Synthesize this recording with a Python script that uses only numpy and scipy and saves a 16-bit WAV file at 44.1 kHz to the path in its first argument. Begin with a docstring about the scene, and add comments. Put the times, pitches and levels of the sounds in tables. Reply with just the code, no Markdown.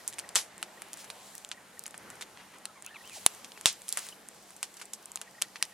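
"""A small wood fire roars and hisses softly throughout, with sharp pops from the start, in the snow by a camera.
Pockets of sap burst as clusters of micro-cracks, each followed by a gritty spray of escaping steam.
Gas jets hiss, puffs and one low rustle swell and fade, gliding breathy tones whistle, bark snaps faintly.
The roar is coloured noise; the hand-held camera adds a faint hum, thin whines and short motor blips, all sines."""
import sys
import numpy as np
from scipy import signal
from scipy.io import wavfile

SR = 44100
rng = np.random.default_rng(int(sys.argv[2]) if len(sys.argv) > 2 else 0)


def dump_mix(stems):
    """Bounce the given channels to the path in sys.argv[1] as a 16-bit WAV at rate SR."""
    frames = np.atleast_2d(stems).T  # one column per channel
    limited = np.clip(frames, -1, 1)  # hard clip at full scale
    pcm = np.round(limited * 32767).astype(np.int16)
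    wavfile.write(sys.argv[1], SR, pcm)


def level_to_linear(level):
    """Convert decibel levels to linear amplitude factors, elementwise."""
    exponent = np.asarray(level, float) / 20
    return 10 ** exponent


N = 252693  # samples in the scene

# All levels below are source levels, ahead of the trim and filters in record().
# Bursting sap pockets: start_s, low_db, mid_db, high_db, spray_db (steam)
POPS = [(.078, -61.5, -51, -21.5, -32.5), (0.085, -66, -54, -47, -50), (0.1005, -70, -66.5, -42.5, -46.5),
        (0.1275, -54, -47, -42, -60), (0.1342, -53, -43, -44.5, -46), (.1406, -65, -57.5, -41, -46),
        (0.1845, -35.5, -60, -36, -33), (.1903, -68, -46, -29.5, -54), (0.1971, -70, -34, -34.5, -55),
        (.291, -51.5, -43, -36.5, -46), (.3511, -42.5, -40, -31.5, -51), (0.3562, -24.5, -31.5, -14, -19.5),
        (.3611, -57, -20, -39.5, -45), (0.388, -40, -32.5, -51, -49), (.5802, -55, -63, -40.5, -60),
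        (0.628, -29, -34.5, -27, -38), (.82, -39, -56, -33.5, -42.5), (0.9322, -58, -45.5, -31.5, -60),
        (.9729, -51, -70, -41, -60), (1.044, -46, -76.5, -42, -41), (1.102, -38.5, -35, -37, -39.5),
        (1.4481, -52, -38, -36.5, -60), (1.49, -61, -60, -39.5, -59), (1.5155, -39, -29.5, -36, -37),
        (1.8582, -45, -41, -54.5, -43), (1.8648, -46, -56, -31, -42), (1.8793, -47, -56.5, -39, -58),
        (1.9088, -53, -65, -43, -50), (1.9431, -37.5, -77, -50, -40), (1.9786, -65, -62, -36, -60),
        (2.1026, -44.5, -70, -38, -41.5), (2.211, -37.5, -47, -39, -37), (2.2233, -38, -38.5, -37, -40.5),
        (2.374, -47, -47, -60, -60), (2.6552, -41, -34.5, -29, -43.5), (2.8237, -51.5, -67, -38, -60),
        (2.8471, -51, -62, -46, -46), (3.0968, -49, -45, -44.5, -60), (3.2633, -17.5, -14, -4, -33),
        (3.349, -58, -67, -43, -60), (3.4458, -73, -39.5, -41.5, -40.5), (3.5198, -64, -40.5, -48, -60),
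        (3.5759, -42.5, -62, -49, -43), (3.6118, -46, -53, -35.5, -58), (3.6579, -24.5, -7.5, -12.5, -19.5),
        (3.6684, -31, -33, -32, -50), (3.6827, -47, -44.5, -31, -50), (3.819, -70, -49, -41, -60),
        (3.883, -69, -38.5, -34, -40), (3.8903, -64.5, -63, -24.5, -32), (3.903, -64, -68, -39, -40),
        (3.9259, -66, -35, -21, -33.5), (3.973, -27.5, -62.5, -21.5, -27.5), (3.988, -66, -38, -45, -47),
        (3.9922, -60, -51.5, -32, -45), (4.0672, -43, -65.5, -39, -54), (4.0879, -53.5, -43, -36.5, -40.5),
        (4.287, -50.5, -73, -35.5, -60), (4.5061, -50.5, -64.5, -44, -60), (4.5653, -73, -72, -41.5, -43),
        (4.6294, -32.5, -32, -23.5, -31.5), (4.7418, -70, -71, -44, -58), (4.769, -62.5, -58, -43, -41),
        (4.7968, -50, -67, -49, -40), (4.8145, -38.5, -59, -41, -35), (4.8554, -70, -63, -41, -60),
        (4.9335, -45, -54, -36, -50), (4.9358, -73, -45, -29, -36), (5.0575, -66, -75.5, -35, -60),
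        (5.1181, -55.5, -63, -35.5, -60), (5.1579, -39.5, -48.5, -25, -39), (5.1733, -43, -41, -41, -57.5),
        (5.215, -39.5, -43, -32, -39), (5.417, -34, -40, -27.5, -31.5), (5.4214, -36, -24, -17.5, -35),
        (5.5579, -36, -41, -54, -37), (5.6264, -29.5, -19, -18, -33), (5.653, -65, -47.5, -40, -60)]
# Bands of a pop, from low and mid to high and air: low_hz, high_hz
POP_BANDS = [(900, 2400), (2500, 5100), (6700, 11000), (11000, 15000)]
# Polarity of each band, so that neighbours join without a notch: sign
BAND_SIGNS = (1, -1, 1, -1)
# Strength of the fire, joined by straight lines: time_s, roar_db, jet_db
FIRE = [(0.0, -50.5, -51), (.48, -51, -55), (1.13, -50.5, -52), (1.37, -53.5, -50), (1.53, -53.5, -56.5),
        (1.85, -53, -55), (2.08, -49.5, -54), (2.86, -56, -56.5), (3.08, -53, -51), (3.27, -51, -45),
        (3.51, -53, -53), (3.69, -52.5, -51), (3.86, -56.5, -50), (3.97, -55, -43), (4.17, -53, -54.5),
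        (4.72, -56.5, -53), (5.17, -55, -55), (5.73, -54, -53.5)]
# Relative colour of the flame roar: frequency_hz, density_db (per Hz)
ROAR_COLOUR = [(18, -31), (30, -13), (197, -0.5), (359, 0.5), (781, 2), (834, 2.5), (1240, -1),
               (1850, -2.5), (4030, -15.5), (6000, -62), (7800, -60), (13200, -120)]
# Relative colour of steam and gas: frequency_hz, density_db (per Hz)
JET_COLOUR = [(180, -20), (300, -13.5), (650, -3), (1150, -5.5), (2280, -2), (8580, -1.5), (12600, -4.5),
              (15400, -60.5), (16500, -53)]
# How alike left and right are: frequency_hz, likeness (0 to 1)
LIKENESS = [(60, 1), (240, 0.81), (950, 0.776), (3770, 0.75), (15000, 0.025)]
# Gas whistling out of cracks, and one faint short tone at 3.638 s, just before a pop:
# start_s, length_s, start_hz, middle_hz, end_hz, level_db, overtones_db (relative)
WHISTLES = [(2.532, 0.037, 900, 1017, 1030, -56.5, -2), (2.667, 0.054, 1310, 1300, 1240, -58.5, -25),
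            (2.754, 0.048, 1167, 1110, 1010, -58.5, -1), (2.856, 0.091, 1253, 1690, 1790, -53.5, -25),
            (2.857, 0.0385, 2370, 2770, 3050, -47, -30), (2.944, 0.027, 1420, 1270, 990, -54.5, 8.5),
            (3.038, 0.059, 2440, 3140, 2760, -50, -30), (3.105, 0.034, 2690, 2472, 2310, -48.5, -30),
            (3.157, 0.0285, 908, 730, 548, -48, -25), (3.563, 0.02, 2610, 2610, 2580, -52, -30),
            (3.638, 0.021, 3050, 3075, 3050, -55.5, -30), (4.123, 0.0094, 3110, 2970, 3000, -44, -30)]
# Steps of the lens motor: start_s, level_db
BLIPS = [(0.005, -53.5), (0.122, -52), (0.206, -62), (0.239, -48), (0.681, -56.5), (0.773, -49.5),
         (1.342, -53), (1.541, -54.5), (1.573, -49), (1.772, -49), (2.612, -58.5), (2.981, -53.5),
         (3.007, -49), (5.274, -48.5), (5.346, -53), (5.381, -48.5), (5.442, -50), (5.485, -57),
         (5.611, -49), (5.646, -56), (5.72, -54)]
# Hum and whines of the camera: pitch_hz, width_hz, level_db, start_s, end_s
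HUM = [(199, 9, -67.5, -1, 7), (840, 2, -68.5, -1, 7), (6659, 25, -72, 1.5, 3.05),
       (9076, 15, -68, 1.45, 3.05)]
# Puffs of gas, and one low rustle at 2.08 s: peak_s, half_length_s (to 1/e), level_db, low_hz, high_hz
PUFFS_AND_RUSTLE = [(.366, .008, -32.5, 246, 1100), (1.004, 0.035, -45, 2500, 12000),
                    (1.267, 0.06, -55, 3500, 12000), (2.076, 0.068, -54, 89, 550),
                    (2.404, 0.037, -50, 800, 3100), (2.552, 0.025, -52.5, 900, 3180),
                    (2.878, 0.034, -53.5, 2440, 3700), (3.16, .03, -40.5, 2500, 10800),
                    (4.038, 0.07, -43.5, 1490, 12000), (4.505, 0.055, -57, 4040, 11100),
                    (4.8, 0.031, -64, 1980, 11000)]


def rms_one(x):
    """Scale to rms 1."""
    return x / np.sqrt(np.mean(x ** 2) + 1e-20)


def band(x, low_hz, high_hz):
    """Band-pass with second-order Butterworth slopes."""
    return signal.sosfilt(signal.butter(2, [low_hz, high_hz], "band", fs=SR, output="sos"), x)


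def low_pass(x, cut_hz):
    """Second-order Butterworth low-pass."""
    return signal.sosfilt(signal.butter(2, cut_hz, fs=SR, output="sos"), x)


def widen(mid, side):
    """Stereo pair: the side signal is added on the left and subtracted on the right."""
    return mid + side * [[1], [-1]]


def at_hz(points, hz):
    """Read a spectrum on a log-frequency axis."""
    points_hz, values = np.transpose(points)
    return np.interp(np.log(hz), np.log(points_hz), values)


def drift(rate_hz):
    """Random wander of rms about 1: two-pole filtered noise made at SR / 40, then interpolated."""
    r = np.exp(-2 * np.pi * rate_hz * 40 / SR)
    slow = signal.lfilter([1], [1, -2 * r, r * r], rng.standard_normal(N // 40 + 2002))
    slow = rms_one(slow[2000:])  # leave out the filter's start-up
    return np.interp(np.arange(N) / 40, np.arange(len(slow)), slow)


def grainy(shape, spread_db):
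    """White noise whose samples have long-tailed sizes: dense crackle of rms 1."""
    size_db = spread_db * np.minimum(rng.exponential(1, shape[-1]), 6)
    return rms_one(rng.standard_normal(shape) * level_to_linear(size_db))


def coloured(white, spectrum, patchy_db):
    """Half-octave bands of stereo noise, each with its level, flicker and likeness; rms 1."""
    out = 0
    edges_hz = 25 * 2 ** np.arange(0, 9.6, .5)
    for k, (low_hz, high_hz) in enumerate(zip(edges_hz, edges_hz[1:])):
        mid, side = band(white[k % 2], low_hz, high_hz)  # neighbours draw on separate noise
        centre_hz = np.sqrt(low_hz * high_hz)
        alike = np.clip(at_hz(LIKENESS, centre_hz), 0, 1)
        gain = level_to_linear(at_hz(spectrum, centre_hz) + patchy_db * drift(3.6))
        out = out + gain * widen(np.sqrt(1 + alike) * mid, np.sqrt(1 - alike) * side)
    return rms_one(out)


def camera_hum():
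    """Thin lines: sines whose phase walks at random, which spreads each to its width."""
    out, t = np.zeros(N), np.arange(N) / SR
    for hz, width_hz, level_db, start_s, end_s in HUM:
        fade = np.clip(np.minimum(t - start_s, end_s - t) / 0.1, 0, 1)
        wander = np.cumsum(rng.standard_normal(N)) * np.sqrt(2 * np.pi * width_hz / SR)
        out += fade * level_to_linear(level_db) * np.sqrt(2) * np.sin(2 * np.pi * hz * t + wander)
    return out


def motor_blips(pitch_hz=1890, length_s=.011, edge_s=0.00059):
    """Each step of the lens motor sounds as a short flat tone burst."""
    t, gate = np.arange(N) / SR, np.zeros(N)
    for start_s, level_db in BLIPS:
        inside_s = np.minimum(t - start_s, start_s + length_s - t)
        gate += level_to_linear(level_db) * np.clip(inside_s / edge_s, 0, 1)
    return np.sqrt(2) * gate * np.sin(2 * np.pi * pitch_hz * t)


def fire_level(column):
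    """Gain of one column of FIRE over time, moving in straight lines of dB."""
    points = np.transpose(FIRE)
    return level_to_linear(np.interp(np.arange(N) / SR, points[0], points[column]))


def flame_roar():
    """Turbulent flames: smooth coloured noise with a slow flicker in each band."""
    return fire_level(1) * coloured(rng.standard_normal((2, 2, N)), ROAR_COLOUR, patchy_db=2.0)


def gas_jets():
    """Gas hisses out of the wood: grainy noise in the jet colour."""
    return fire_level(2) * coloured(grainy((2, 2, N), 2.2), JET_COLOUR, patchy_db=1.06)


def small_crackle(level_db=-44, per_s=14, spread_db=12):
    """Tiny random snaps of bark: bright grainy noise bursts dying at a 0.5 ms time constant."""
    sizes = level_to_linear(spread_db * np.minimum(rng.exponential(1, N), 2))
    born = (rng.random(N) < per_s / SR) * sizes
    fall = signal.lfilter([1], [1, -np.exp(-1 / (.0005 * SR))], born)
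    return level_to_linear(level_db) * band(fall * grainy((N,), 3.0), 6000, 13500)


def puffs_and_rustle(unlike=0.244):
    """Puffs of gas, and one low rustle: each is a bell-shaped swell of slightly grainy noise."""
    out, t = np.zeros((2, N)), np.arange(N) / SR
    for peak_s, half_s, level_db, low_hz, high_hz in PUFFS_AND_RUSTLE:
        at = slice(round((peak_s - 3 * half_s) * SR), round((peak_s + 3 * half_s) * SR))
        mid, side = band(grainy((2, len(t[at])), 0.72), low_hz, high_hz)
        swell = level_to_linear(level_db) * np.exp(-((t[at] - peak_s) / half_s) ** 2)
        out[:, at] += swell * rms_one(widen(mid, unlike * side))
    return out


def whistles(edge_s=0.008, steady=1.0, shake=0.506, top_hz=3100, waver=0.036):
    """Tones with two overtones glide along a parabola; level and pitch shake fast, as in turbulence."""
    out, t, bend = np.zeros(N), np.arange(N) / SR, drift(150)
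    for start_s, length_s, *arch_hz, level_db, overtones_db in WHISTLES:
        at = slice(round((start_s - edge_s) * SR), round((start_s + length_s + edge_s) * SR))
        u = (t[at] - start_s) / length_s  # 0 to 1 along the glide
        parabola = np.polyfit([0, .5, 1], arch_hz, 2)
        hz = np.polyval(parabola, np.clip(u, 0, 1))
        gate = np.clip(np.minimum(u, 1 - u) * length_s / edge_s + .5, 0, 1)
        phase = 2 * np.pi * np.cumsum(hz * (1 + waver * bend[at])) / SR
        tone = level_to_linear(level_db) * np.sin(phase)
        tone += level_to_linear(level_db + overtones_db) * np.sin(2 * phase)
        tone += level_to_linear(level_db + overtones_db - 7.5) * np.sin(3 * phase)
        out[at] += gate * tone
    out = low_pass(out + 1e-18, top_hz)  # the tiny offset keeps the filter off denormals
    return np.sqrt(2) * out * (steady + shake * drift(200))


def spray(follow=0.39, dull_db=-3, top_hz=11500):
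    """After each pop gritty steam rushes from the opened pocket, partly in the pop's colour, and dies away."""
    power, t = np.zeros((3, N)), np.arange(N) / SR
    for start_s, *colour_db, spray_db in POPS:
        # a stronger spray empties a bigger pocket: 12.5 dB more doubles its 60 dB decay time
        t60_s = 0.048 * 2 ** ((spray_db + 41.5) / 12.5)
        at = slice(round(start_s * SR), round((start_s + t60_s) * SR))
        since_s = np.maximum(t[at] - start_s, 0)
        rush = level_to_linear(spray_db - 60 * since_s / t60_s) * (1 - np.exp(-since_s / .0015))
        tint = level_to_linear(follow * (np.array(colour_db) - max(colour_db)) + [dull_db, 0, 0])
        power[:, at] += np.outer(tint, rush) ** 2  # overlapping sprays add in power
    grit = coloured(grainy((2, 2, N), 3.0), JET_COLOUR, patchy_db=2.0)
    out, split_hz = np.zeros((2, N)), ((450, 2500), (2500, 6000), (6000, top_hz))
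    for band_power, edges_hz, sign in zip(power, split_hz, BAND_SIGNS):
        out += sign * np.sqrt(band_power) * rms_one(band(grit, *edges_hz))
    return out


def pops(trail_db=-24, cut_hz=16000, air_db=-44, air_follows=0.87):
    """The wood tears in a fast-dying cluster of micro-cracks; weaker ones trail. Big pockets have less air."""
    size = 1200
    out, t = np.zeros((2, N + size)), np.arange(size) / SR
    fall = np.exp(-t / .0007) + level_to_linear(trail_db) * np.exp(-t / .004)
    for start_s, low_db, mid_db, high_db, _ in POPS:
        shared, own = grainy((2, size), 3.0) * fall
        shared[0] = -4.6  # the first crack leads
        at = round(start_s * SR) - 4
        # the top band rises less than the band below it
        levels_db = (low_db, mid_db, high_db, air_db + air_follows * (high_db + 26.5))
        for (low_hz, high_hz), level_db, sign in zip(POP_BANDS, levels_db, BAND_SIGNS):
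            mid, side = band(np.array([shared, own]), low_hz, high_hz)
            scale = sign * level_to_linear(level_db) / np.sqrt(np.mean(mid[:130] ** 2))  # level over 3 ms
            out[:, at:at + size] += scale * widen(mid, high_hz / 50000 * side)  # treble is wider
    return low_pass(out[:, :N], cut_hz)


def scene():
    """Camera and fire bed behind, crackle, puffs, rustle and whistles between, steam and pops in front."""
    background = camera_hum() + motor_blips() + flame_roar() + gas_jets()
    details = small_crackle() + puffs_and_rustle() + whistles()
    return background + details + spray() + pops()


def top_cut(x):
    """Nothing passes above the cut-off."""
    return signal.sosfilt(signal.butter(12, 16710, fs=SR, output="sos"), x)


def record(dry, turn_hz=12500, width_hz=5000, rumble_hz=45, trim_db=-4.0):
    """The left capsule turns the phase of the treble (all-pass); the bass is cut and peaks overload."""
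    r, w = np.exp(-np.pi * width_hz / SR), 2 * np.pi * turn_hz / SR
    poles = [1, -2 * r * np.cos(w), r * r]
    left = signal.lfilter(poles[::-1], poles, dry[0])
    stereo = np.array([left, dry[1]]) * level_to_linear(trim_db)
    rumble_cut = signal.butter(2, rumble_hz, "high", fs=SR, output="sos")
    mix = np.clip(signal.sosfilt(rumble_cut, stereo), -1, 1)
    return top_cut(mix)


dry = scene()
out = record(dry)
dump_mix(out)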